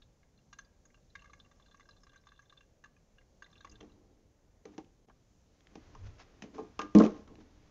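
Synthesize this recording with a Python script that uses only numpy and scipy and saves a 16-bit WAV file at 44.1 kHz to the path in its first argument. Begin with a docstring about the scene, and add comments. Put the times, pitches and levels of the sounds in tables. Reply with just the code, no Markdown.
"""In a quiet garage, coolant trickles from a plastic jug through a funnel into a reservoir.
Drops tick and ring the reservoir walls: decaying modes, a trapped bubble and a spray of noise.
The jug knocks (damped modes, dull noise, a click), its edges tick, and it is set down on the floor.
Cloth, slosh and rumble are shaped noise that follows a man as he bends; a soft air bed flickers behind."""
import sys
import numpy as np
from scipy import signal
from scipy.fft import rfft, irfft
from scipy.io import wavfile
from scipy.ndimage import uniform_filter1d

SR = 44100
rng = np.random.default_rng(int(sys.argv[2]) if len(sys.argv) > 2 else 0)


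def to_wav(s):
    """Save 16-bit WAV."""
    ch = np.atleast_2d(s).T  # columns
    pcm = np.round(np.clip(ch, -1, 1) * 32767)  # PCM
    wavfile.write(sys.argv[1], SR, pcm.astype(np.int16))


N = 339570

# wall modes of the reservoir: (frequency [Hz], level [dB], t60 [s])
RESERVOIR_MODES = [(1050, -11, 0.028), (1161, 5, 0.03), (1608.4, -0.5, 0.051), (1662, 0.5, 0.031),
                   (2072, -9, 0.029), (2768, -6, 0.056), (3548, -3, 0.045), (4073, -4.5, 0.041),
                   (5390, -4, 0.0068), (6270, -10, 0.041), (6163, 4, 0.02), (6520, -2.5, 0.047)]
# modes of the hollow jug: (frequency [Hz], level [dB], t60 before any hand or floor damping [s])
JUG_MODES = [(208.1, 0, 0.92), (254.4, -3.5, 0.17), (282.5, -10.5, 0.77), (304.3, -0.5, 0.73),
             (362.5, -1.5, 0.026), (423, -0.5, 0.12), (442, 0, 0.21), (492, -4.5, 0.096), (610, -0.5, 0.13),
             (700, -6.5, 0.33), (788, 1.5, 0.073), (886, -7, 0.12), (1066, 0, 0.17), (1204, -3.5, 0.34),
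             (1616, -7.5, 0.33), (2060, -24, 0.15), (2600, -15, .1)]


def undb(db):
    """Gain of a level in dB."""
    return 10 ** (np.asarray(db) / 20)


def colour(points, size=N):
    """Noise of rms 1 whose spectrum follows (frequency [Hz], relative level [dB]) points."""
    hz, db = np.transpose(points)
    grid = np.log(np.arange(size // 2 + 1) * SR / size + 1)
    level_db = np.interp(grid, np.log(hz), db, -150, -150)
    noise = irfft(rfft(rng.standard_normal(size)) * undb(level_db), size)
    return noise / np.std(noise)


def walk(rate):
    """Random levels held for 1 / rate seconds and smoothed twice; spread near 1."""
    hold = int(SR / rate)
    held = rng.standard_normal(size=2000)[np.arange(N) // hold % 2000]
    return 1.8 * uniform_filter1d(uniform_filter1d(held, hold), hold)


def ring(hz, db, t60, phase, rise, size=4096):
    """Sum of decaying modes that swell with time constant rise [s] while the contact lasts."""
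    t = np.arange(size) / SR
    waves = np.sin(2 * np.pi * (np.outer(hz, t) + phase[:, None]))
    decays = np.exp(-np.log(1000) * np.outer(1 / t60, t))
    return (undb(db) @ (waves * decays)) * (1 - np.exp(-t / rise))


def near(hz, pitch_hz, level_db, db_per_oct):
    """Level of each mode: full at the struck pitch, falling away from it."""
    return level_db - db_per_oct * abs(np.log2(hz / pitch_hz))


def add(out, s, x):
    """Mix x into out from time s."""
    i = int(s * SR)
    out[i:i + len(x)] += x[:len(out) - i]


def air():
    """Garage background: noise in octave bands that swell together and flicker alone."""
    # spectrum of the background: (frequency [Hz], relative level per Hz [dB])
    air_spectrum = [(15, -10), (30, -0.5), (60, -2.5), (120, -7.5), (220, -12.5), (380, -18), (520, -15),
                    (800, -23.5), (1200, -30.5), (2000, -33), (3200, -35.5), (4800, -35), (6300, -30),
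                    (7200, -34), (8200, -25.5)]
    level_db = -66.5
    bed, swell = rfft(colour(air_spectrum)), walk(1.916)
    octave = np.log2(np.arange(len(bed)) * SR / N + 1)
    out = np.zeros(N)
    for centre in range(3, 15):
        band = irfft(bed * np.clip(1 - abs(octave - centre), 0, 1), N)
        out += band * undb(.8 * swell + walk(7))
    return out * undb(level_db)


def jug_wash():
    """Noise of rms 1 through resonances at the jug's modes, favouring the low ones."""
    wash = colour([(150, -2.0), (300, 1.5), (600, -13.5), (1100, -17.5), (1500, -41.5)])
    hollow = .5 * wash
    for hz, db, _ in JUG_MODES:
        resonance = signal.lfilter(*signal.iirpeak(hz, 22, SR), wash)
        hollow += undb(db + 8.0 - hz / 150) * resonance
    return hollow / np.std(hollow)


def movement():
    """Low rumble, noise in the jug's low modes and grainy cloth follow the man's moves and each scuff."""
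    # body movement: (time [s], air and floor rumble [dB], slosh in the jug [dB], cloth rustle [dB])
    moves = [(3.5, -82, -92, -91), (3.72, -63, -66.5, -76.5), (4.1, -70, -68.5, -83.5),
             (4.4, -78.5, -80, -90), (5.5, -82, -80.5, -84), (5.85, -62.5, -68.5, -68.5),
             (6.06, -47.5, -66, -70.5), (6.25, -65.5, -71.5, -70.5), (6.55, -67, -63.5, -74.5),
             (6.9, -61.5, -74, -69), (7.05, -55, -54.5, -68), (7.25, -63, -63, -74.5),
             (7.7, -63, -71.5, -73)]
    # spectrum of the cloth: (frequency [Hz], relative level per Hz [dB])
    cloth_spectrum = [(400, -6), (700, -3), (1400, -5), (2800, -10), (4200, -13.5), (6300, -13),
                      (8000, -29)]
    # cloth and jug drag over something, gains ahead of the stroke shape and the grains:
    # (time [s], stroke time scale [s], jug body gain [dB], rustle gain [dB])
    scuffs = [(3.833, 0.036, -60, -79), (4.644, 0.1, -60.5, -73), (5.7, 0.031, -72, -79),
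              (5.756, 0.028, -51, -87), (6.03, 0.038, -75, -62), (6.181, 0.029, -73, -55.5),
              (6.42, 0.049, -53.5, -74), (6.529, 0.049, -49, -61), (6.582, 0.05, -45, -65),
              (6.804, 0.05, -45.5, -72), (6.946, 0.045, -19.5, -45.5), (7.026, 0.039, -25.5, -46.5),
              (7.089, 0.072, -48.5, -64.5), (7.298, 0.043, -54, -98), (7.386, 0.033, -66, -70)]
    t = np.arange(N) / SR
    rumble = colour([(18, -4.5), (45, -3.0), (90, -5.0), (140, -11.0)])
    hollow, cloth = jug_wash(), colour(cloth_spectrum)
    s, *levels = np.transpose(moves)
    rumble_gain, hollow_gain, cloth_gain = (undb(np.interp(t, s, db, -120)) for db in levels)

    # the floor thuds as the jug lands
    thud_s, thud_db, thud_decay_s = 6.952, -35, 0.025
    rumble_gain += undb(thud_db) * (t > thud_s) * np.exp(-abs(t - thud_s) / thud_decay_s)

    # dragging catches and slips, so the rustle of a scuff breaks into grains
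    slips = undb(2.4 * walk(260) + 2.45 * walk(60))
    for at, length, body_db, rustle_db in scuffs:
        age = np.maximum(t - at, 0) / length
        stroke = 1.64 * age * np.exp(-age ** 2)
        hollow_gain += undb(body_db) * stroke
        cloth_gain += undb(rustle_db) * stroke * slips
    return rumble * rumble_gain + hollow * hollow_gain + cloth * cloth_gain


def edge_ticks():
    """Dry ticks of hard plastic edges: bright noise that dies within a few ms."""
    # (time [s], peak level [dB], brightest frequency [Hz])
    ticks = [(4.8463, -60, 2780), (5.607, -54.5, 3150), (5.6705, -47.5, 2700), (6.965, -34, 2900),
             (6.9861, -26, 6010), (6.9974, -28.5, 2290), (7.0214, -31, 2000), (7.0392, -38, 2020),
             (7.0495, -37, 2550), (7.064, -34.5, 2260), (7.3548, -50.5, 2150)]
    out, t = np.zeros(N), np.arange(16384) / SR
    for s, peak_db, top in ticks:
        noise = colour([(top / 4, -12), (top, -1), (top * 1.2, -4), (top * 2, -14), (15500, -24)], size=len(t))
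        tick = noise * np.exp(-t / 0.0016)
        add(out, s, tick * undb(peak_db) / abs(tick).max())
    return out


def jug_knocks():
    """Blows on the jug ring its modes with a dull thud and a click; a later strong blow chokes the ring."""
    # (time [s], hollow tone [Hz], its relative level [dB], wall tone [Hz], its relative level [dB],
    #  relative click level [dB], damping by hand or floor [1/s])
    blows = [(3.647, 350, -57.5, 1090, -51, -60, 62), (3.809, 365, -51.5, 750, -56.5, -55, 22),
             (3.829, 348, -49.5, 750, -60, -65, 25), (4.654, 347, -45, 1200, -62, -54, 17),
             (4.78, 312, -40, 820, -46, -49, 49), (5.085, 214, -49.5, 800, -59, -69, 210),
             (5.097, 790, -55.5, 1460, -52, -72, 104), (5.755, 327, -41.5, 700, -44.5, -53.5, 140),
             (5.95, 500, -73, 950, -52.5, -59, 42), (6.422, 206, -45, 745, -61, -43.5, 107),
             (6.438, 216, -44, 500, -50, -57.5, 47), (6.582, 425, -36, 890, -37.5, -58, 10),
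             (6.792, 375, -37, 1285, -27.5, -36.5, 18), (6.816, 322, -47, 1208, -40.5, -40.5, 6.7),
             (6.95, 228.5, -8.5, 1090, -32, -36, 1), (7.001, 335, -14, 1046, -24, -37, 38.5),
             (7.037, 432, -25, 1210, -37, -41, 14), (7.277, 240, -52, 1110, -59.5, -60, 41),
             (7.382, 280, -50, 895, -63.5, -82, 17)]
    hollow_db_per_oct, wall_db_per_oct = 14.5, 22
    grit_spectrum = [(500, 8.5), (1200, 2.5), (2500, 5), (4500, -6.0),
                     (6200, -1.5), (7500, -13.5), (11000, -7), (15500, -16)]
    hz, db, t60 = np.transpose(JUG_MODES)
    out, t = np.zeros(N), np.arange(16384) / SR
    for k, (s, low, low_db, high, high_db, click_db, damping) in enumerate(blows):
        chance = rng.standard_normal((2, len(hz)))
        hollow_share = near(hz, low, low_db, hollow_db_per_oct)
        wall_share = near(hz, high, high_db, wall_db_per_oct)
        blow_db = db + np.maximum(hollow_share, wall_share)
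        tone = ring(hz, blow_db + .8 * chance[0], t60, chance[1] * hz / 4000, .0015, size=len(t))

        # a held jug answers with many close, quickly lost modes: noise of the same colour
        thud_hz = np.r_[140, hz, 4000]
        thud_db = np.r_[blow_db[0] - 20, blow_db, blow_db[-1] - 14]
        thud = colour(np.c_[thud_hz, thud_db], size=len(t))
        thud *= np.exp(-t / 0.04) * np.minimum(t / 0.0022, 1)
        tone += undb(blow_db.max() - 1.5) * min(damping / 30, 1) * thud

        # time [s] to the next blow, over 45 ms away, that is strong enough to choke this one
        chokes = [r[0] - s for r in blows[k + 1:] if r[2] > low_db - 6 and r[0] - s > .045]
        choke = min(chokes + [1])
        add(out, s, tone * np.exp(-t * abs(damping) - np.maximum(t - choke, 0) / 0.004))

        click_decay = np.exp(-t / 0.0028) + 0.2 * np.exp(-t / 0.013) + 0.044 * np.exp(-t / 0.05)
        add(out, s, undb(click_db + 2.0) * colour(grit_spectrum, size=len(t)) * click_decay)
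    return out


def jug_radiation(x):
    """The small jug radiates little below its lowest mode: a high-pass."""
    return signal.sosfilt(signal.butter(4, 165, "high", fs=SR, output="sos"), x)


def small_drops():
    """Weaker drops that fall at random with the flow, each with two pitches taken from the wall modes."""
    # (time [s], small drops per second [1/s])
    flow = [(0, 2), (.5, 2), (.6, 12), (1.1, 5), (1.2, 21), (2.58, 33.6), (2.65, 1), (3.4, 2), (3.55, 35),
            (3.8, 40), (3.87, 6), (4.1, 1)]
    hz = np.transpose(RESERVOIR_MODES)[0]
    rows = []
    # 400 candidates over 4.1 s, thinned to the wanted rate
    for at, keep, size, low, high, ping in rng.random(size=(400, 6)) * [4.1, 400 / 4.1, 1, 4, 5, 1]:
        if keep < np.interp(at, *np.transpose(flow)):
            rows.append((at, -69 + 9 * size, hz[int(low)], hz[int(high) + 4], -14 + 16 * ping))
    return rows


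def drop_sound(low, high, ping_db):
    """A drop rings wall modes near two pitches, others faintly, traps a bubble, splashes and rebounds."""
    low_ring_db, low_db_per_oct, ping_db_per_oct = -11, 27, 40
    others_db, others_db_per_oct = -17, 3.5
    bubble_db, bubble_t60_s = -3, 0.033
    hz, db, t60 = np.transpose(RESERVOIR_MODES)
    t = np.arange(2048) / SR
    shares = np.max([near(hz, hz[0], others_db, others_db_per_oct),
                     near(hz, low, low_ring_db, low_db_per_oct),
                     near(hz, high, ping_db, ping_db_per_oct)], axis=0)
    chance = rng.standard_normal((6, len(hz)))

    # the liquid level and the spot that is hit detune the walls a little
    drop = ring(hz * (1 + 0.013 * chance[0]), db + shares + 3.3 * chance[1], t60, chance[2], 0.0022)
    # the bubble sounds at the high pitch
    drop += ring([high], [ping_db + bubble_db], np.array([bubble_t60_s]), chance[2, :1], 0.0019)

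    # the drop rebounds: a smaller one lands a few ms later on another spot
    rebound_db = db + shares - 15.5 + 4 * chance[4]
    rebound = ring(hz * (1 + 0.028 * chance[3]), rebound_db, t60, chance[5], 0.00088)
    lag = int(SR * (.005 + 0.007 * abs(chance[5, 0])))
    drop[lag:] += rebound[:-lag]

    # the splash is noise coloured by the same shares, swelling and breaking up within a few ms
    spray_hz = np.r_[600, hz, 9000]
    spray_db = np.r_[shares[0] - 10, shares, shares[-1] - 6]
    spray = colour(np.c_[spray_hz, spray_db], size=len(t))
    drop[:len(t)] += undb(shares.max() - 8) * spray * np.exp(-t / .006) * (1 - np.exp(-t / 0.0019))
    return drop


def drops():
    """The trickle: single placed drops and random small ones, each scaled to its peak level."""
    # (time [s], peak level [dB], low ring [Hz], high ping [Hz], relative ping level [dB])
    placed_drops = [(0.0218, -54, 1760, 3560, 3), (0.2327, -61.5, 1760, 2150, -8),
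                    (0.378, -63, 1100, 4100, 3), (0.5307, -44, 1280, 5750, -22),
                    (0.5893, -38.5, 1630, 6190, -18.5), (0.6494, -61.5, 1190, 4750, 3),
                    (0.8555, -54.5, 1800, 6660, -10), (0.9453, -55, 1230, 2785, -7.5),
                    (1.1023, -62.5, 1650, 4000, 8), (1.1549, -37, 1440, 2110, -7.5),
                    (1.194, -52, 1660, 2770, -7), (1.2216, -48.5, 1200, 2750, -11),
                    (1.2455, -49.5, 1100, 2120, -11), (1.2585, -50.5, 1750, 2140, -15),
                    (1.2993, -53.5, 1120, 2100, -16), (1.335, -45.5, 1030, 2155, -5),
                    (1.4006, -50, 1560, 3610, 3.5), (1.4626, -62, 1110, 2050, -5),
                    (1.5155, -56.5, 1120, 1960, -14), (1.6003, -55, 1060, 3500, -12),
                    (1.6247, -60, 1050, 3480, 2), (1.6635, -58, 1720, 4140, -6),
                    (1.6855, -59.5, 1200, 3560, -7), (1.713, -57, 1620, 3530, -10),
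                    (1.7468, -49.5, 1110, 3520, -28), (1.773, -63, 1560, 5830, 1),
                    (1.7988, -50.5, 1150, 1990, -18), (1.8083, -51, 1590, 2000, -8),
                    (1.857, -59, 1590, 5800, -19), (1.8913, -47.5, 1490, 5110, -12),
                    (1.911, -54, 1600, 4020, -1), (1.932, -63, 1080, 2750, -8),
                    (1.966, -59, 1070, 4070, -6), (2.036, -51, 1740, 5190, -8),
                    (2.07, -53.5, 1110, 2090, -11.5), (2.096, -56, 1600, 3450, -3),
                    (2.1206, -62, 1620, 2880, -12), (2.134, -55.5, 1650, 3480, -16),
                    (2.161, -50, 1610, 6100, -17), (2.2714, -49.5, 1140, 3530, -22),
                    (2.2892, -56, 1700, 3590, -2), (2.321, -51, 1560, 2760, -40),
                    (2.3625, -62, 1150, 3650, -1), (2.394, -49, 1580, 3570, -21),
                    (2.4215, -62, 1090, 6250, 2), (2.498, -53, 1590, 3600, -3.5),
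                    (2.5267, -51, 1500, 4000, -19), (2.576, -52.5, 1630, 3550, 2),
                    (2.609, -52.5, 1490, 2750, -12), (2.8415, -45.5, 1630, 1950, -25),
                    (2.8597, -52, 1160, 2790, -19), (2.967, -60, 1590, 2490, -6),
                    (3.1854, -53, 1680, 2800, -6), (3.4245, -39, 1630, 1940, -16),
                    (3.4446, -50, 1610, 3700, -2), (3.4639, -54, 1830, 1970, -5),
                    (3.5299, -56, 1240, 3600, -4), (3.5572, -55.5, 1170, 2800, 11),
                    (3.58, -57, 1200, 3770, 11), (3.6087, -46.5, 1520, 3760, -7),
                    (3.6485, -42, 1170, 3440, -20), (3.6738, -51.5, 1070, 1990, -6),
                    (3.698, -52.5, 1610, 4930, 9), (3.716, -53, 1130, 6300, 6),
                    (3.7576, -52, 1630, 3680, 2), (3.8068, -50.5, 1400, 3180, -1),
                    (3.92, -63, 1000, 3860, 4)]
    out = np.zeros(N)
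    for s, peak_db, low, high, ping_db in list(placed_drops) + small_drops():
        drop = drop_sound(low, high, ping_db)
        # start early, as the drop takes a moment to swell
        add(out, s - .0025, drop * undb(peak_db) / abs(drop).max())
    return out


def garage(x):
    """Diffuse tail of the room: decaying noise in three ranges that fades in over 21 ms."""
    # (centre frequency [Hz], t60 [s], level [dB])
    tail_ranges = [(247, 0.27, -26), (1000, 0.46, -28.5), (4000, 0.14, -22)]
    t, tail = np.arange(SR) / SR, 0
    for hz, t60, db in tail_ranges:
        part = colour([(hz / 4, -20), (hz / 2, -3), (hz, 0), (hz * 2, -3), (hz * 4, -20)], size=SR)
        part = part * np.exp(-np.log(1000) * t / t60) * np.clip(t / 0.021, 0, 1)
        tail = tail + undb(db) * part / np.sqrt(np.sum(part ** 2))
    return signal.fftconvolve(x, tail)[:N]


def scene():
    """All sources, the struck ones with their room."""
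    hits = drops() + jug_radiation(jug_knocks() + edge_ticks())
    return (hits + garage(hits) + movement() + air())[None]


def record(dry):
    """The sound dips briefly once; a narrow microphone path, faint leak and hiss, a steep top."""
    dip_s, dip_width_s = 5.065, .012
    mic_hz, top_hz = 8200, 15700
    leak_db, hiss_db = -34.5, -93.5  # the leak is what passes above the microphone's band
    dip = np.clip(abs(np.arange(N) / SR - dip_s) / dip_width_s, 0, 1)
    narrow = signal.sosfilt(signal.cheby2(11, 48, mic_hz, fs=SR, output="sos"), dry * dip)
    hiss = undb(hiss_db) * colour([(3000, -5.5), (10000, -4), (20000, -10.0)])
    mix = narrow + undb(leak_db) * dry + hiss
    return signal.sosfilt(signal.ellip(10, .2, 70, top_hz, fs=SR, output="sos"), mix)


dry = scene()
out = record(dry)
to_wav(out)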